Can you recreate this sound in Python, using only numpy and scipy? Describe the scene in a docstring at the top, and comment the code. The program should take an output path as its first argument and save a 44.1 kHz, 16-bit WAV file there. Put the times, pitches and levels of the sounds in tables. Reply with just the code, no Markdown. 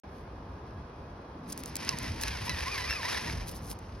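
"""A steady distant roar, a faint bird and low buffeting on the microphone come first. Then a small dog bolts
after a ball on a paved woodland path, and its webbing leash runs out through the hand, close by. The weave
sings at a pitch that follows each bound, over a rush of friction and the reel's rattle. The dog's claws tick
and scratch; the strap snaps, flaps and scrapes as it uncoils; the hand rustles and thumps on the phone."""
import sys
import numpy as np
from scipy import signal
from scipy.fft import rfft, irfft
from scipy.io import wavfile
from scipy.ndimage import uniform_filter1d

SR = 44100
rng = np.random.default_rng(int(sys.argv[2]) if len(sys.argv) > 2 else 0)


def master_out(mix):
    """Clip the mix to full scale and print it as 16-bit PCM to the path in sys.argv[1]."""
    frames = np.transpose(np.atleast_2d(mix))
    ceiling = np.clip(frames, -1, 1)
    pcm = np.round(ceiling * 32767).astype(np.int16)
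    wavfile.write(sys.argv[1], SR, pcm)


N = 176400
T = np.arange(N) / SR


# The strap's speed, surging with each bound. Each row: time in seconds, ribs passing per second.
RIBS_PER_S = [(1.8, 830), (1.905, 1110), (1.965, 890), (2.03, 1070), (2.12, 820), (2.18, 940), (2.23, 830),
              (2.32, 830), (2.385, 660), (2.45, 890), (2.5, 1020), (2.55, 940), (2.6, 790), (2.64, 880),
              (2.68, 1060), (2.72, 1260), (2.79, 1010), (2.85, 975), (2.88, 1220), (2.912, 1385),
              (2.975, 1220), (3.03, 870), (3.065, 980), (3.115, 1350), (3.195, 880), (3.23, 775),
              (3.278, 970), (3.35, 740)]
# How hard the weave sings. Each row: time in seconds, drive of the fundamental and of the overtones in dB.
WEAVE_DRIVE = [(1.78, -75, -70), (1.85, -53, -54), (1.94, -44.5, -52), (1.99, -60, -57), (2.04, -57, -49),
               (2.1, -62, -63), (2.18, -51, -60), (2.28, -59, -50), (2.36, -58, -45), (2.42, -57, -60),
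               (2.5, -45, -43), (2.62, -55, -53), (2.67, -42.5, -48), (2.73, -49, -44), (2.84, -41.5, -44),
               (2.91, -44, -40.5), (2.97, -48, -43), (3.0, -41.5, -54), (3.055, -46, -41.5),
               (3.1, -49, -48), (3.24, -55, -52), (3.29, -44, -51), (3.36, -75, -75)]
# Balance of the harmonics: one trim in dB for each, from the fundamental up.
HARMONIC_TRIMS = [0, 0, -8, -2, -12]
def singing_weave():
    """Passing ribs make a tone that rises with the strap's speed and sounds through the housing."""
    jitter, patchy_db = .0115, 3
    rib_hz = uniform_filter1d(curve(RIBS_PER_S), size=800) * (1 + jitter * wander(500))
    phase = 2 * np.pi * np.cumsum(rib_hz) / SR
    times, fundamental_db, overtone_db = np.array(WEAVE_DRIVE).T
    tone = np.zeros(N)
    for harmonic, trim_db in enumerate(HARMONIC_TRIMS, start=1):
        drive_db = np.interp(T, times, fundamental_db if harmonic == 1 else overtone_db)
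        tone += amp(drive_db + trim_db + patchy_db * wander(60)) * unit(np.sin(harmonic * phase))
    return irfft(rfft(tone) * ringing(HOUSING_RESONANCES))


# The swell of the friction. Each row: time in seconds, level in dB.
FRICTION_LEVEL = [(1.42, -71), (1.5, -58), (1.75, -54.5), (1.81, -44), (1.9, -43), (1.95, -49.5),
                  (2.04, -41.5), (2.17, -49), (2.25, -39), (2.32, -44), (2.5, -42.5), (2.6, -41.5),
                  (2.9, -40), (3.0, -45), (3.14, -34.5), (3.22, -42.5), (3.3, -41), (3.37, -48),
                  (3.47, -53), (3.62, -62.5), (4.0, -62.5)]
# The mid-heavy colour of strap and hand. Each row: frequency in Hz, relative level in dB.
FRICTION_EQ = [(150, -26), (400, -16.5), (700, -9.5), (1020, 0.5), (1250, -7.5), (1700, -0.5), (2500, -2.5),
               (3050, -7), (4300, -7.5), (4900, -6), (6600, -12), (8500, -19), (10200, -17.5), (14000, -34),
               (16500, -44)]
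def rubbing():
    """The strap's fibres drag through the hand in a gritty rush."""
    return colour(grit(spread_db=0.5), response(FRICTION_EQ)) * amp(curve(FRICTION_LEVEL))


# The ring of the reel's housing. Each row: frequency in Hz, width in Hz, relative level in dB.
HOUSING_RESONANCES = [(1010, 210, 1), (1340, 120, -6), (1670, 90, -3), (1960, 200, 1), (2440, 140, 1.5),
                      (2740, 130, -1), (3080, 230, -3), (3940, 170, -2), (4760, 200, -1), (5370, 400, 0)]
def reel_rattle():
    """Tiny random knocks ring the housing, riding just under the friction."""
    knocks_per_s, trim_db = 650, -5
    knocks = unit(rng.standard_normal(N) * (rng.random(N) < knocks_per_s / SR))
    return colour(knocks, ringing(HOUSING_RESONANCES)) * amp(curve(FRICTION_LEVEL) + trim_db)


def running_strap():
    """Weave, reel and friction flutter in level together."""
    flutter_db = 1.5
    return (singing_weave() + reel_rattle() + rubbing()) * amp(flutter_db * wander(110))


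# Sharp ticks of the dog's claws, most as it starts off. Each row: start in seconds, strength in dB, decay in
# ms.
TICK_HITS = [(1.5225, -32, 2.4), (1.5262, -29.5, 3.2), (1.5768, -22, 0.39), (1.5795, -38, 1.5),
             (1.6365, -21.5, 0.3), (1.659, -27, 1), (1.7555, -20.5, 1.2), (1.7665, -22.5, 1.5),
             (1.8495, -33, 0.79), (1.987, -24.5, 1.1), (2.2115, -29, 5), (3.789, -44, 2.6)]
# Their bright edge. Each row: frequency in Hz, relative level in dB.
TICK_EQ = [(500, -22), (2000, -5), (3500, -3), (4700, 3), (5900, 4.5), (7200, 12.5), (10000, 0.5),
           (13000, -6.5), (16000, 8.5)]
def ticks():
    """The dog's claws scratch in small, sharp ticks."""
    return colour(bursts(TICK_HITS), response(TICK_EQ))


# Hard snaps. Each row: start in seconds, strength in dB, decay in ms.
SNAP_HITS = [(1.8915, -18.5, 1.2), (2.2355, -21.5, 1.1), (2.2805, -29, 3.2), (2.4945, -26, 2.8)]
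# Their high ring. Each row: frequency in Hz, width in Hz, relative level in dB.
SNAP_RESONANCES = [(1700, 1000, -9), (2640, 120, -0.5), (4090, 77, -1), (4940, 250, -4.5), (5840, 650, -6),
                   (10200, 380, -15)]
def snaps():
    """The strap snaps taut and rings briefly."""
    return colour(bursts(SNAP_HITS), ringing(SNAP_RESONANCES))


# Duller slaps. Each row: start in seconds, strength in dB, decay in ms.
FLAP_HITS = [(2.7795, -27.5, 5), (2.8978, -27.5, 3), (2.9078, -26, 3.5), (2.9268, -28.5, 2),
             (2.957, -33, 1.5), (3.0305, -29.5, 4), (3.129, -30, 4), (3.146, -29.5, 4), (3.174, -29.5, 3),
             (3.2985, -30, 2)]
# Their midrange body. Each row: frequency in Hz, width in Hz, relative level in dB.
FLAP_RESONANCES = [(1050, 230, -16), (1750, 105, 6), (2270, 290, -6.5), (3740, 990, -12.5)]
def flaps():
    """Loops of strap flap against the hand."""
    return colour(bursts(FLAP_HITS), ringing(FLAP_RESONANCES))


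# Short dry scrapes. Each row: middle in seconds, level in dB, length in seconds.
SCRAPE_SWELLS = [(.17, -70.5, 0.1), (1.502, -47.5, 0.025), (1.6, -48, 0.022), (1.68, -50, 0.028),
                 (2.03, -49, 0.014), (2.228, -37, 0.013), (2.46, -42, 0.016), (3.485, -39.5, 0.021),
                 (3.52, -47, 0.014), (3.565, -45, 0.026), (3.675, -50.5, 0.072), (3.712, -41.5, 0.022)]
# Their hissy colour. Each row: frequency in Hz, relative level in dB.
SCRAPE_EQ = [(500, -6), (2000, -9.5), (5200, 1.5), (10500, 0), (13000, -4.5), (16000, 1.5)]
def scrapes():
    """Brief gritty slides as the strap shifts, starts and stops."""
    return swells(SCRAPE_SWELLS) * colour(grit(spread_db=4), response(SCRAPE_EQ))


# The leash's stereo width. Each row: frequency in Hz, side against mid in dB before the scatter.
LEASH_WIDTH = [(200, 4), (480, 15), (1050, -12.5), (2000, -8.5), (6000, -5), (9500, -1), (14000, -3.5)]
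def close_by(sound):
    """Sound reaches the left port first; hand, body and ground add scattered reflections."""
    scatter_db, left_vs_right_db = -7, -0.5
    reflections = rfft(rng.standard_normal(N) * np.exp(-T / 0.002))
    scatter = amp(scatter_db) * reflections / np.abs(reflections).mean()
    side = irfft(rfft(sound) * response(LEASH_WIDTH) * (1j + scatter))  # 1j puts the left ahead in phase
    pan = amp(np.array([[left_vs_right_db], [-left_vs_right_db]]) / 2)
    return stereo(sound, side) * pan


# Soft rustles as the phone turns. Each row: middle in seconds, level in dB, length in seconds.
GRIP_SWELLS = [(1.55, -46.5, 0.34), (2.04, -44, 0.29), (2.505, -39, 0.024), (3.31, -43.5, 0.12),
               (3.66, -53, 0.27)]
# Their muffled colour. Each row: frequency in Hz, relative level in dB.
GRIP_EQ = [(70, -27.5), (150, 5), (270, 4), (420, -11.5), (700, -15), (2000, -52.5)]
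def grip_rustle():
    """The grip shifts with a low rustle; the stronger moves differ most between the ports."""
    side_db = -10
    level = swells(GRIP_SWELLS)
    mid, side = noise_pair(GRIP_EQ) * level
    return stereo(mid, side * amp(side_db) * (level / level.max()) ** 2)


# Soft low bumps. Each row: start in seconds, envelope peak in dB, pitch in Hz.
HAND_BUMPS = [(.487, -37, 85), (.8, -36.5, 60), (1.11, -37, 75), (1.932, -33, 150), (2.013, -32, 100),
              (2.092, -30, 95), (2.275, -30, 60), (2.418, -31.5, 90), (2.522, -31, 75), (2.607, -31.5, 65),
              (3.402, -29, 68), (3.622, -35, 130)]
def thumps():
    """The hand bumps the phone; each bump swells and dies within a few low cycles."""
    rise_s = .008
    out = np.zeros(N)
    for start, db, hz in HAND_BUMPS:
        age = np.maximum(T - start, 0)
        envelope = age / rise_s * np.exp(1 - age / rise_s)
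        out += amp(db) * envelope * np.sin(2 * np.pi * hz * age)
    return out


# The weight of the buffeting. Each row: frequency in Hz, relative level in dB.
BUFFET_EQ = [(30, -9.5), (45, -2), (70, 3.5), (100, -2.5), (160, -9.5), (260, -18.5), (500, -25.5),
             (1500, -64.5)]
# Its surges. Each row: time in seconds, level in dB.
BUFFET_LEVEL = [(0, -46), (.8, -43.5), (.9, -48), (1.03, -42), (1.2, -50), (1.85, -48), (2.08, -42),
                (2.55, -41), (2.7, -46), (3.24, -46), (3.34, -33.5), (3.49, -43), (4, -45)]
def buffeting():
    """Air and handling rumble as the phone swings; the ports differ most in the strongest gusts."""
    side_db = -19
    gust = amp(curve(BUFFET_LEVEL) + wander(6.6))
    mid, side = noise_pair(BUFFET_EQ) * gust
    return stereo(mid, side * amp(side_db) * gust / gust.max())


# The dark bed under the scene. Each row: frequency in Hz, relative level in dB.
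ROAR_EQ = [(60, -18), (160, -1.5), (430, -4), (700, -7.5), (1040, -8), (2400, -27.5), (5300, -35.5),
           (7000, -50), (9500, -65), (16000, -95)]
# Its slow drift. Each row: time in seconds, level in dB.
ROAR_DRIFT = [(0, -48), (1.6, -47.5), (2.4, -50.5), (3.5, -47), (4, -49.5)]
# Its stereo width. Each row: frequency in Hz, side against mid in dB.
ROAR_WIDTH = [(130, -82), (400, -22.5), (700, -4), (4400, -1.5), (7000, 4.5), (9500, 12)]
def distant_roar():
    """Steady far-off noise, wide in the treble and centred in the bass."""
    mid, side = noise_pair(ROAR_EQ) * amp(curve(ROAR_DRIFT))
    return stereo(mid, irfft(rfft(side) * response(ROAR_WIDTH)))


# Faint calls. Each row: start and length in seconds, first, middle and last pitch in Hz, level in dB.
BIRD_CALLS = [(.02, .11, 2450, 2200, 2220, -67), (.21, .1, 2020, 2130, 2380, -68)]
def bird():
    """Two thin, wavering whistles: one sags, the other rises."""
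    out = np.zeros(N)
    for start, length, first, middle, last, db in BIRD_CALLS:
        progress = np.clip((T - start) / length, 0, 1)
        hz = np.interp(progress, [0, .5, 1], [first, middle, last]) * (1 + 0.025 * wander(292))
        envelope = np.sqrt(np.abs(np.sin(np.pi * progress)))
        out += amp(db) * envelope * np.sin(2 * np.pi * np.cumsum(hz) / SR)
    return out


def bursts(hits):
    """Each contact is one sharp blow, then clatter that dies within milliseconds."""
    crack_db, clatter_db = 9, 1
    out, clatter = np.zeros(N), rng.choice([-1, 1], N)
    for start, db, decay_ms in hits:
        age_ms = 1000 * np.maximum(T - start, 0)
        out += (age_ms > 0) * amp(db + clatter_db) * np.exp(-age_ms / decay_ms) * clatter
        out[int(start * SR)] += amp(db + crack_db)
    return out


def grit(spread_db):
    """Noise made of tiny catches of uneven size."""
    return unit(rng.standard_normal(N) * amp(spread_db * wander(1800)))


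def noise_pair(eq):
    """Two independent noises of the same colour."""
    return np.array([colour(rng.standard_normal(N), response(eq)) for _ in range(2)])


def swells(rows):
    """Rounded rises and falls of level."""
    return sum(amp(db) * np.exp(-2 * ((T - middle) / length) ** 2) for middle, db, length in rows)


def wander(rate):
    """Random drift with rms 1 that heads for a new value rate times a second."""
    return unit(np.interp(T * rate, np.arange(N), rng.standard_normal(N)))


def curve(rows):
    """Join (seconds, value) rows by straight lines."""
    return np.interp(T, *np.array(rows).T)


def ringing(modes):
    """Gain at every frequency of a set of damped resonances."""
    hz = np.arange(N // 2 + 1) * SR / N
    power = np.zeros_like(hz)
    for centre, width, db in modes:
        detuning = (hz ** 2 - centre ** 2) / (hz * width + 1)
        power += amp(db) ** 2 / (1 + detuning ** 2)
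    return np.sqrt(power)


def response(points):
    """Gain at every frequency of an EQ drawn through (Hz, dB) points."""
    hz, db = np.array(points).T
    bin_hz = np.arange(N // 2 + 1) * SR / N
    return amp(np.interp(np.log(bin_hz + 1e-3), np.log(hz), db))


def colour(sound, gain):
    """Causal filter shaped like the given gains that keeps the power of white noise."""
    cepstrum = irfft(np.log(unit(gain) + 1e-9))
    cepstrum[1:N // 2] *= 2  # minimum phase: the ring follows the hit
    cepstrum[N // 2 + 1:] = 0
    return irfft(rfft(sound) * np.exp(rfft(cepstrum)))


def stereo(mid, side):
    """Mid and side to left and right."""
    return np.array([mid + side, mid - side])


def amp(db):
    """Decibels to gain."""
    return 10 ** (np.asarray(db) / 20)


def unit(x):
    """Scale to rms 1."""
    return x / np.sqrt(np.mean(x ** 2))


def scene():
    """The leash up front, its rush also scattered from all around, over handling and the outdoor bed."""
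    diffuse_db, start_s = -11, .035
    leash = close_by(running_strap() + ticks() + snaps() + flaps() + scrapes())
    diffuse_rush = amp(diffuse_db) * np.array([rubbing(), rubbing()])
    hand = grip_rustle() + thumps()
    outdoors = distant_roar() + buffeting() + bird()
    return (leash + diffuse_rush + hand + outdoors) * (T > start_s)


# The microphone pair's dips for sound common to both sides. Each row: frequency in Hz, gain in dB.
MIC_NOTCHES = [(6300, -0.5), (7100, -13), (7800, -31.5), (8600, -3.5), (9500, 1), (12800, 2), (14200, -29),
               (15300, -14)]
def record(dry):
    """The microphone pair notches the treble; the deepest bass and the top are cut."""
    low_cut_hz, high_cut_hz = 33, 16100
    mid = irfft(rfft(dry.mean(axis=0)) * response(MIC_NOTCHES))
    side = (dry[0] - dry[1]) / 2
    low_cut = signal.butter(8, low_cut_hz, "high", fs=SR, output="sos")
    high_cut = signal.ellip(8, .2, 70, high_cut_hz, fs=SR, output="sos")
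    return signal.sosfilt(high_cut, signal.sosfilt(low_cut, stereo(mid, side)))


dry = scene()
out = record(dry)
master_out(out)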